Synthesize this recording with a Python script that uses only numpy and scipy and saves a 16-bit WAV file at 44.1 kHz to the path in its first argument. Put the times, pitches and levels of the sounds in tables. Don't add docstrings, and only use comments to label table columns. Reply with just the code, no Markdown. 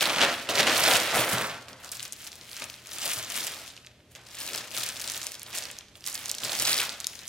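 import sys
import numpy as np
from scipy import signal
from scipy.fft import rfft, irfft, next_fast_len
from scipy.io import wavfile
from scipy.ndimage import uniform_filter1d

SR = 44100
rng = np.random.default_rng(int(sys.argv[2]) if len(sys.argv) > 2 else 0)


def level_to_linear(level):
    exponent = np.asarray(level, float) / 20
    return 10 ** exponent


def inscribe(sig):
    pcm = np.round(np.clip(np.atleast_2d(sig).T, -1, 1) * 32767)
    wavfile.write(sys.argv[1], SR, pcm.astype(np.int16))


N = 321224
PAPER_GONE_S = 1.6


def rms_one(x):
    return x / np.sqrt(np.mean(x ** 2) + 1e-20)


def at_hz(points, hz):
    point_hz, point_db = np.array(points)[:, 0], np.array(points)[:, 1]
    return np.interp(np.log(hz), np.log(point_hz), point_db)


def drift(rate):
    r = np.exp(-40 * np.pi * rate / SR)
    slow = signal.lfilter([1], [1, -2 * r, r * r], rng.standard_normal(N // 20 + 2002))[2000:]
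    return np.interp(np.arange(N) / 20, np.arange(len(slow)), rms_one(slow))


def resonate(x, hz, width_hz):
    r = np.exp(-np.pi * width_hz / SR)
    poles = [1, -2 * r * np.cos(2 * np.pi * hz / SR), r * r]
    return signal.lfilter([(1 - r * r) / 2, 0, (r * r - 1) / 2], poles, x)


def coloured(x, db_at):
    size = next_fast_len(N)
    hz = np.maximum(np.arange(size // 2 + 1) * SR / size, 10)
    return irfft(rfft(x, size) * level_to_linear(db_at(hz)), size)[..., :N]


def handling():
    # peak t/s, crackle level/dB, rise [s per 10 dB], fall [s per 10 dB], weight/dB
    pulls = [(.02, -21, .012, .03, -4), (.06, -29, .05, .25, 0), (.236, -25.5, .08, .085, 3),
             (.33, -35, .1, .12, -3), (.492, -28, .004, .09, 1), (.6, -26, .06, .08, 2),
             (.68, -24, .03, .15, 1), (.77, -28, .1, .2, -4), (.908, -22, .2, .18, -4),
             (1.16, -27.5, .05, .22, -5), (1.33, -31, .04, .1, -5), (1.41, -33, .3, .092, -3),
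             (1.688, -49, .02, .07, 2)]
    grips = [(1.849, -47, .06, .09, 4), (1.93, -46, .02, .07, -2), (2.06, -47, .1, .05, 1),
             (2.275, -46, .12, .035, -2), (2.45, -54, .8, .25, 3), (2.6, -45, .13, .16, -2),
             (2.625, -41, .025, .05, 7), (3.061, -34, .11, .16, -1), (3.187, -36, .03, .06, 1),
             (3.38, -35, .1, .2, 0), (4.115, -65, .02, .1, -9), (4.153, -53.5, .004, .16, 9),
             (4.44, -41.5, .11, .3, 0), (4.554, -38, .08, .12, 2), (4.775, -36.5, .06, .2, -1),
             (5.089, -43, .5, .3, 0), (5.163, -39, .03, .03, 0), (5.48, -48, .03, .2, 4),
             (5.55, -39, .025, .14, 1), (5.964, -54, .014, .025, 2), (6.077, -39.5, .02, .06, -4),
             (6.198, -43, .1, .2, 0), (6.44, -36.5, .03, .8, 3), (6.55, -36, .12, .05, 0),
             (6.61, -31, .02, .06, 2), (6.7, -31, .13, .15, 0), (6.824, -34.5, .2, .09, 1),
             (7.25, -52, 1.5, .8, 0)]
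    move_s = .55
    box_landing_s, box_body_db = 1.1, 8
    t = np.arange(0, N + 64, 64) / SR
    s, db, rise, fall, weight = np.transpose(pulls + grips)[:, :, None]
    rising = 10 * np.maximum(s - t, 0) / rise
    fading = 10 * np.maximum(t - s, 0) / fall
    lead = level_to_linear(6 * (db - rising - fading - 10 * ((t - s) / move_s) ** 4)) + 1e-40
    total = lead.sum(0)
    paper = np.arange(len(s))[:, None] < len(pulls)
    body = np.where(paper, -4.5 + box_body_db * (s > box_landing_s), -5.5) + weight
    sizzle = np.where(paper, -1.5, 1.5) - .9 * weight
    sizzle = sizzle - .5 * np.minimum(fading, 40) - .3 * np.minimum(rising, 40)
    level = 20 / 6 * np.log10(total)
    curves = (level, (lead * body).sum(0) / total, (lead * sizzle).sum(0) / total)
    return [np.interp(np.arange(N) / SR, t, curve) for curve in curves]


def paper_creases():
    # t/s, peak level/dB, f/Hz, length/ms
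    paper_flips = [(0.008, -13, 3000, 0.85), (0.0209, -13, 2800, 0.75), (0.0395, -16, 3100, 0.77),
                   (0.0561, -8, 3600, 0.32), (0.1005, -17, 2600, 0.48), (0.1613, -13, 3200, 0.39),
                   (0.1841, -14, 2700, 0.6), (0.1919, -17, 3000, 0.48), (0.2098, -9, 2100, 0.55),
                   (0.2151, -7, 2800, 0.8), (0.2323, -12, 2400, 0.46), (0.2822, -19, 2200, 0.83),
                   (0.3022, -19, 2200, 0.31), (0.3398, -19, 2900, 0.33), (0.4718, -29, 2400, 0.83),
                   (0.4898, -18, 3200, 0.58), (0.5058, -20, 4700, 0.51), (0.5101, -18, 3300, 0.54),
                   (0.5545, -14, 4500, 0.58), (0.5825, -13, 2700, 0.37), (0.5993, -11, 2600, 0.92),
                   (0.6051, -11, 4200, 0.46), (0.6299, -12, 3700, 0.51), (0.6692, -12, 2400, 0.61),
                   (0.6737, -11, 2000, 0.83), (0.6956, -11, 3600, 0.55), (0.7289, -13, 2800, 0.33),
                   (0.7665, -12, 3600, 0.41), (0.7788, -13, 5600, 0.45), (0.7925, -12, 2700, 0.33),
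                   (0.8389, -9, 5400, 0.36), (0.8719, -12, 3900, 0.39), (0.8781, -12, 5500, 0.42),
                   (0.9366, -8, 5400, 0.24), (0.9552, -9, 6100, 0.27), (0.9684, -11, 6600, 0.62),
                   (1.0007, -14, 5700, 0.65), (1.3153, -21, 3700, 0.7), (1.3824, -20, 3800, 0.6),
                   (1.422, -22, 3600, 0.53), (1.4419, -27, 2400, 0.91), (1.4971, -27, 4500, 0.33),
                   (1.5043, -29, 3800, 0.53), (1.5386, -32, 2700, 0.48)]
    return paper_flips


def film_creases():
    # t/s, peak level/dB, f/Hz, length/ms
    film_flips = [(6.0077, -36, 6200, 0.43), (6.0224, -39, 3700, 0.51), (6.0408, -27, 3500, 0.5),
                  (6.0543, -26, 5800, 0.18), (6.0641, -15, 6100, 0.19), (6.0844, -19, 4900, 0.23),
                  (6.1181, -25, 4800, 0.27), (6.1285, -22, 8300, 0.3), (6.1429, -20, 8000, 0.25),
                  (6.1463, -19, 10000, 0.31), (6.1539, -18, 5200, 0.32), (6.1774, -24, 4800, 0.5),
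                  (6.2412, -29, 5800, 0.29), (6.2579, -17, 6600, 0.27), (6.283, -22, 7500, 0.18),
                  (6.2942, -19, 5700, 0.79), (6.2986, -16, 5200, 0.23), (6.3148, -8, 6800, 0.2),
                  (6.3425, -25, 3400, 0.61), (6.3496, -22, 6900, 0.5), (6.3838, -18, 4300, 0.26),
                  (6.4033, -21, 5500, 0.11), (6.4347, -19, 3300, 0.68), (6.4485, -13, 5900, 0.26),
                  (6.4519, -18, 6000, 0.44), (6.5988, -8, 5800, 0.22), (6.6222, -9, 7900, 0.21),
                  (6.6526, -10, 5000, 0.24), (6.6736, -9, 6500, 0.23), (6.6948, -13, 5000, 0.38),
                  (6.7307, -9, 4400, 0.33), (6.7431, -13, 4200, 0.48), (6.7792, -13, 5500, 0.37),
                  (6.7871, -12, 3800, 0.27), (6.7987, -12, 2900, 0.31), (6.8023, -11, 3100, 0.33),
                  (6.8154, -14, 4900, 0.27), (6.8936, -16, 4100, 0.34), (6.9215, -26, 3900, 0.35),
                  (7.0024, -18, 5500, 0.31), (7.0086, -23, 8300, 0.12), (7.0439, -18, 4400, 0.51),
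                  (7.0692, -8, 5800, 0.3), (7.0978, -32, 5500, 0.33), (7.1326, -33, 3500, 0.46),
                  (7.1542, -27, 5800, 0.3), (7.1915, -26, 5100, 0.33), (7.234, -32, 5800, 0.23),
                  (7.255, -32, 3300, 0.36), (7.2787, -21, 7500, 0.3),
                  (5.0031, -20, 4600, 0.3), (5.0152, -23, 5100, 0.43), (5.0199, -23, 4500, 0.24),
                  (5.0407, -23, 6500, 0.35), (5.0437, -21, 4800, 0.27), (5.0766, -15, 5400, 0.23),
                  (5.0852, -22, 6000, 0.32), (5.0989, -16, 6500, 0.28), (5.1193, -19, 8500, 0.42),
                  (5.1373, -20, 6300, 0.16), (5.1463, -20, 4200, 0.32), (5.1665, -21, 5500, 0.35),
                  (5.177, -22, 7800, 0.34), (5.2163, -22, 6500, 0.25), (5.23, -22, 5200, 0.51),
                  (5.2375, -27, 7800, 0.68), (5.2443, -24, 8200, 0.23), (5.2679, -12, 6600, 0.18),
                  (5.3195, -21, 7000, 0.18), (5.3419, -31, 3900, 0.76), (5.352, -28, 4700, 0.55),
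                  (5.3958, -25, 7800, 0.23), (5.418, -27, 5200, 0.35), (5.4316, -21, 10400, 0.19),
                  (5.4637, -32, 3500, 0.7), (5.5292, -29, 4900, 0.85), (5.5749, -17, 8500, 0.24),
                  (5.5793, -20, 4700, 0.33), (5.585, -16, 6600, 0.37), (5.6242, -22, 5300, 0.28),
                  (5.638, -22, 6500, 0.3), (5.654, -22, 4800, 0.38), (5.7018, -27, 2600, 0.59),
                  (5.7134, -24, 8200, 0.3), (5.7672, -36, 3800, 0.64), (5.7833, -35, 3700, 0.42),
                  (5.7871, -22, 6700, 0.37), (5.8088, -28, 3200, 0.2), (5.8842, -36, 3800, 0.22),
                  (5.9546, -34, 3300, 0.48),
                  (2.8592, -36, 2800, 0.69), (2.8714, -26, 6800, 0.23), (2.8917, -32, 5200, 0.35),
                  (2.9122, -31, 5000, 0.62), (2.9175, -26, 4300, 0.36), (2.9329, -27, 6200, 0.46),
                  (2.9597, -28, 6200, 0.45), (2.9851, -19, 6200, 0.17), (3.0181, -19, 5500, 0.24),
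                  (3.057, -19, 5700, 0.6), (3.1157, -22, 6400, 0.62), (3.1333, -21, 6800, 0.44),
                  (3.1368, -18, 7800, 0.29), (3.189, -23, 7500, 0.43), (3.2277, -23, 7600, 0.24),
                  (3.2379, -26, 4300, 0.34), (3.2477, -25, 7000, 0.24), (3.3017, -18, 5900, 0.23),
                  (3.3082, -27, 5500, 0.39), (3.3561, -18, 6500, 0.22), (3.3628, -21, 8100, 0.62),
                  (3.3764, -20, 3400, 0.28), (3.4687, -15, 9200, 0.27), (3.4744, -25, 4500, 0.41),
                  (3.4801, -24, 3300, 0.51), (3.5383, -26, 4000, 0.33), (3.5891, -30, 4900, 0.4),
                  (3.662, -34, 3500, 0.49), (3.6773, -32, 3000, 0.36), (3.7023, -37, 3500, 0.64),
                  (3.7658, -29, 4400, 0.19), (3.7765, -31, 3200, 0.4), (3.8472, -39, 2400, 0.55),
                  (3.8647, -37, 5100, 0.76), (3.8705, -30, 3300, 0.31), (3.9139, -46, 2700, 0.6),
                  (1.6834, -32, 3500, 0.8), (1.7311, -30, 4000, 0.35), (1.8465, -23, 6400, 0.13),
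                  (1.8918, -29, 4000, 0.45), (1.9176, -19, 7500, 0.24), (1.9207, -19, 7700, 0.24),
                  (1.9251, -27, 5500, 0.28), (1.9511, -27, 5200, 0.35), (1.9549, -27, 8100, 0.23),
                  (1.9698, -24, 6900, 0.17), (1.9959, -21, 4400, 0.33), (2.0037, -24, 3400, 0.33),
                  (2.0287, -19, 6500, 0.24), (2.0357, -29, 8000, 0.32), (2.0525, -25, 5700, 0.5),
                  (2.0572, -27, 3200, 0.36), (2.0797, -28, 6900, 0.26), (2.124, -19, 6800, 0.37),
                  (2.1312, -20, 8000, 0.13), (2.164, -33, 4600, 0.28), (2.2458, -33, 7000, 0.55),
                  (2.2674, -27, 4200, 0.29), (2.2736, -27, 7300, 0.43), (2.3182, -25, 4300, 0.21),
                  (2.3297, -29, 3000, 0.33), (2.3557, -29, 8200, 0.17), (2.4121, -30, 4500, 0.4),
                  (2.492, -32, 3700, 0.34), (2.5149, -28, 4000, 0.34), (2.5309, -26, 4600, 0.3),
                  (2.5668, -21, 5500, 0.15), (2.5978, -26, 6700, 0.33), (2.6204, -21, 3000, 0.34),
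                  (2.6412, -20, 7000, 0.27), (2.6991, -25, 4000, 0.35), (2.741, -28, 3900, 0.37),
                  (4.0031, -49, 2300, 0.72), (4.1512, -31, 3900, 0.52), (4.1581, -38, 4200, 0.94),
                 (4.2663, -38, 5000, 0.9), (4.2864, -36, 4700, 0.44), (4.3094, -38, 6900, 0.71),
                 (4.3143, -34, 4700, 0.27), (4.346, -32, 3500, 0.46), (4.3511, -30, 6300, 0.55),
                 (4.3866, -28, 6100, 0.42), (4.4027, -25, 10900, 0.42), (4.412, -25, 4400, 0.38),
                 (4.4651, -23, 7400, 0.34), (4.4766, -23, 5100, 0.42), (4.4873, -24, 3100, 0.59),
                 (4.5094, -25, 3400, 0.27), (4.5335, -18, 5100, 0.23), (4.543, -22, 5600, 0.33),
                 (4.5488, -18, 4900, 0.43), (4.5589, -21, 5700, 0.4), (4.5775, -20, 5500, 0.37),
                 (4.6083, -25, 5100, 0.18), (4.6806, -34, 2400, 0.59), (4.7071, -32, 5700, 0.56),
                 (4.7143, -26, 3200, 0.29), (4.7478, -20, 3300, 0.29), (4.7663, -20, 6200, 0.57),
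                 (4.7756, -15, 5000, 0.4), (4.8072, -20, 4300, 0.3), (4.8332, -16, 4200, 0.29),
                 (4.8641, -17, 6200, 0.21), (4.8895, -16, 6600, 0.31), (4.9669, -24, 4000, 0.5),
                 (4.9979, -21, 8000, 0.25),
                  (6.495, -21, 4500, .9), (6.519, -19, 4400, .6), (6.531, -21, 6500, .6),
                   (6.552, -19, 5200, .7), (6.589, -20, 5000, .6)]
    return film_flips


def small_creases(level_db):
    per_s, facet_octaves = 100, .5
    luck = rng.random((round(per_s * N / SR), 5))
    s = luck[:, 0] * (N - 1) / SR
    peak_db = -34 + (level_db[(s * SR).astype(int)] + 40) - 2.3 * np.log(luck[:, 1] + .1)
    facet_hz = np.where(s < PAPER_GONE_S, 2700, 5000)
    hz = facet_hz * 2 ** (2 * facet_octaves * (luck[:, 2] + luck[:, 3] - 1))
    length_ms = .25 + .7 * luck[:, 4]
    return list(zip(s, peak_db, np.clip(hz, 1000, 10000), length_ms))


def snaps(table, q, tear, edge_db, gain_db):
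    clean_flip_ms = .17
    out, t = np.zeros((2, N + 600)), np.arange(600) / SR
    lucks = rng.random((len(table), 3))
    noises = rng.standard_normal((len(table), 600))
    for (s, peak_db, hz, ms), luck, noise in zip(table, lucks, noises):
        tear_s = tear * max(ms - clean_flip_ms, .02) / 1000
        push = .5 * noise * np.exp(-t / tear_s)
        push[0] = 1
        facet = resonate(resonate(push, .85 * hz, hz / q), hz, 1.1 * hz)
        edge = resonate(resonate(push, min((1.6 + luck[0]) * hz, 14000), 4000), 11000, 16000)
        edge_gain = level_to_linear(edge_db - 6.0 * luck[2])
        snap = facet / np.abs(facet).max() - edge_gain * edge / np.abs(edge).max()
        snap = snap * np.sqrt(ms * SR / 2000 / np.sum(snap ** 2))
        mid_side = np.array([[1], [1.3 * (luck[1] - .5)]])
        at = round(s * SR) - 1
        out[:, at:at + 600] += level_to_linear(peak_db + gain_db) * snap * mid_side
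    return out[:, :N]


def avalanches(level_db, creases, per_s, after_db, settle_s):
    kicks = (rng.random(N) < per_s / SR) * np.minimum(rng.exponential(.4, N), .7)
    for s, peak_db, *_ in creases:
        at = round(s * SR)
        kicks[at] += min(level_to_linear(peak_db - level_db[at] + after_db), 3.0)
    r = np.exp(-1 / (settle_s * SR))
    return .9 + signal.lfilter([1], [1, -r], kicks)


def crackle(level, body, sizzle, creases, per_s, spread_db, reach, q, rub_db):
    # f/Hz, level/dB per Hz
    sheet_colour = [(32, -49), (55, -49), (114, -11.5), (243, -5), (390, -9.5), (569, -1.5), (870, -6.5),
                    (1300, -2.5), (2900, -2.5), (9010, -14), (15500, -23)]
    clump = avalanches(level, creases, per_s=2.0, after_db=-25.5, settle_s=0.006)
    born = rng.random(N) < per_s / SR
    sizes = born * level_to_linear(spread_db * np.minimum(rng.exponential(1, N), 3.5)) * rng.choice([-1, 1], N)
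    place = rng.uniform(7.3, 13.26, N)
    aside = np.stack([np.ones(N), rng.standard_normal(N)])
    rub = level_to_linear(rub_db) * rng.standard_normal((2, 2, N))
    patches = [1.8 * drift(16.0) for _ in range(7)]
    thin_db = np.where(np.arange(N) / SR < PAPER_GONE_S, -2.3, 1.5)
    out, power = np.zeros((2, N)), 0
    for k, hz in enumerate(np.geomspace(65, 15000, 21)):
        hits = rms_one(sizes * np.exp(-.5 * ((place - np.log2(hz)) / reach) ** 2))
        push = clump ** np.clip(hz / 3000, .6, 1) * (hits * aside + rub[k % 2])
        patch = rms_one(resonate(resonate(push, hz, hz / q), hz, hz))
        low, high = np.clip(np.log2([2300 / hz, hz / 4500]), 0, 1)
        tilt_db = low * (body + 4.0) + high * (sizzle + 4.5)
        facet_db = patches[k // 3] + thin_db * np.clip(np.log2(hz / 2600), -1, 1)
        gain = np.sqrt(hz) * level_to_linear(at_hz(sheet_colour, hz))
        out += patch * gain * level_to_linear(tilt_db + facet_db)
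        power += gain ** 2
    return out * level_to_linear(level + 3.4) / np.sqrt(power)


def air_pocket(near):
    # t/s, level/dB
    openness = [(0, -24), (.23, -9.5), (.45, -15.5), (.6, 1.5), (.78, -6), (.86, 7), (1.0, -6), (1.2, -4),
                (1.4, -30)]
    squeezes = (.8, 1.0, 1.22)
    pocket_hz, width_hz, flutter_db = 590, 144, 5.5
    open_db = np.interp(np.arange(N) / SR, *np.transpose(openness))
    out = np.zeros((2, N))
    for k in squeezes:
        gain_db = open_db + flutter_db * drift(9.0) - 4.5 - 15 * abs(k - 1)
        out += resonate(near * level_to_linear(gain_db), k * pocket_hz, width_hz)
    return out


def thumps():
    # t/s, peak level/dB, f/Hz
    landings = [(.497, -36, 256), (0.942, -36.5, 147), (1.18, -28, 210), (1.332, -23.5, 202),
                (2.618, -41, 590), (3.171, -43, 143), (3.776, -46, 600), (4.776, -39, 550),
                (6.35, -50, 300), (6.434, -36, 600), (6.597, -35, 450), (6.72, -45, 162)]
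    box_hz, box_ring_s = 120, .045
    out, t = np.zeros(N + 8000), np.arange(8000) / SR
    box = level_to_linear(-11) * np.sin(2 * np.pi * box_hz * t) * np.exp(-t / box_ring_s)
    onset = 1 - np.exp(-t / .003)
    for s, peak_db, hz in landings:
        at = round(s * SR)
        sagging = t * np.exp(-t / .09)
        push = np.sin(2 * np.pi * hz * sagging) * np.exp(-t * hz / 1.8)
        out[at:at + 8000] += level_to_linear(peak_db + 2.5) * (push + box) * onset
    return out[:N] * [[1], [0]]


def garage(x):
    t60_s, wall_db, cut_hz = .6, -13.5, 2500
    floor_s, floor_db = .0074, -21
    t = np.arange(SR) / SR
    dense = rng.standard_normal((2, SR)) * (t > .011)
    dull = signal.lfilter(*signal.butter(1, cut_hz, fs=SR), dense)
    tail = dull * level_to_linear(-60 * t / t60_s)
    tail *= level_to_linear(wall_db) / np.sqrt(np.sum(tail[0] ** 2))
    tail[:, round(floor_s * SR)] = level_to_linear(floor_db)
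    return signal.fftconvolve(x[None], tail, axes=1)[:, :N]


def air():
    # f/Hz, level/dB per Hz
    air_colour = [(20, -11), (45, -4), (90, -7.5), (200, -4.5), (600, -13), (1000, -21), (3000, -19.5),
                  (8000, -30.5), (15000, -37.5)]
    # f/Hz, width/Hz, level/dB
    hum_lines = [(82, 12, -67.5), (119.6, 5.5, -64), (599, 40, -73)]
    noise = rng.standard_normal((2, N))
    out = level_to_linear(-60.5) * rms_one(coloured(noise, lambda hz: at_hz(air_colour, hz)))
    for hz, width_hz, level_db in hum_lines:
        hum = resonate(resonate(noise[1], hz, width_hz), hz, 2.3 * width_hz)
        out[0] += level_to_linear(level_db) * rms_one(hum)
    return out


def microphone_pair(mid, side):
    # f/Hz, side-mid level/dB
    pair_width = [(60, -40), (180, -33), (550, -21), (1650, -11), (4970, -5), (15000, -2)]
    # t/s, left-right level/dB
    hand_place = [(0.0, -0.5), (1.07, -1.0), (3.2, 1), (4.18, -1.0), (4.44, 1), (5.84, -1), (5.92, -2),
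                  (7.28, 1)]
    t = np.arange(N) / SR
    lean = np.tanh(np.interp(t, *np.transpose(hand_place)) * 0.21)
    late = np.imag(signal.hilbert(mid, next_fast_len(N)))[:N] * .55 * drift(3.0)
    side = coloured(1.03 * side + lean * mid + late, lambda hz: at_hz(pair_width, hz) - .3)
    return np.stack([mid + side, mid - side])


def scene():
    level, body, sizzle = handling()
    paper, film, small = paper_creases(), film_creases(), small_creases(level)
    near = crackle(level, body, sizzle, paper + film + small,
                   per_s=2500.0, spread_db=1.1, reach=0.45, q=2.2, rub_db=0.3)
    near += air_pocket(near)
    near += snaps(paper, q=1.6, tear=3.5, edge_db=-16, gain_db=0.1)
    near += snaps(film, q=1.9, tear=3.6, edge_db=-16.5, gain_db=0.3)
    near += snaps(small, q=1.8, tear=3.0, edge_db=-14, gain_db=0)
    mid, side = near + thumps() + garage(near[0]) + air()
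    return microphone_pair(mid, side)


def top_cut(x):
    return signal.sosfilt(signal.butter(12, 16980, fs=SR, output="sos"), x)


def record(dry):
    top_hz, leak_db = 15850, -38
    squelch_hz, squelch_db = 14500, -76.5
    x = signal.sosfilt(signal.butter(2, 30, "high", fs=SR, output="sos"), dry)
    x = .7 * np.tanh(x / .7)
    x = coloured(x, lambda hz: leak_db * np.clip((hz - top_hz) / 150, 0, 1) - 60 * (hz > 16950))
    top = coloured(x, lambda hz: -60 * np.clip((squelch_hz - hz) / 400, 0, 2) ** 2)
    faint = uniform_filter1d(top.mean(0) ** 2, size=1024) < level_to_linear(2 * squelch_db)
    x = x - top * uniform_filter1d(1.0 * faint, size=512)
    return top_cut(x)


dry = scene()
out = record(dry)
inscribe(out)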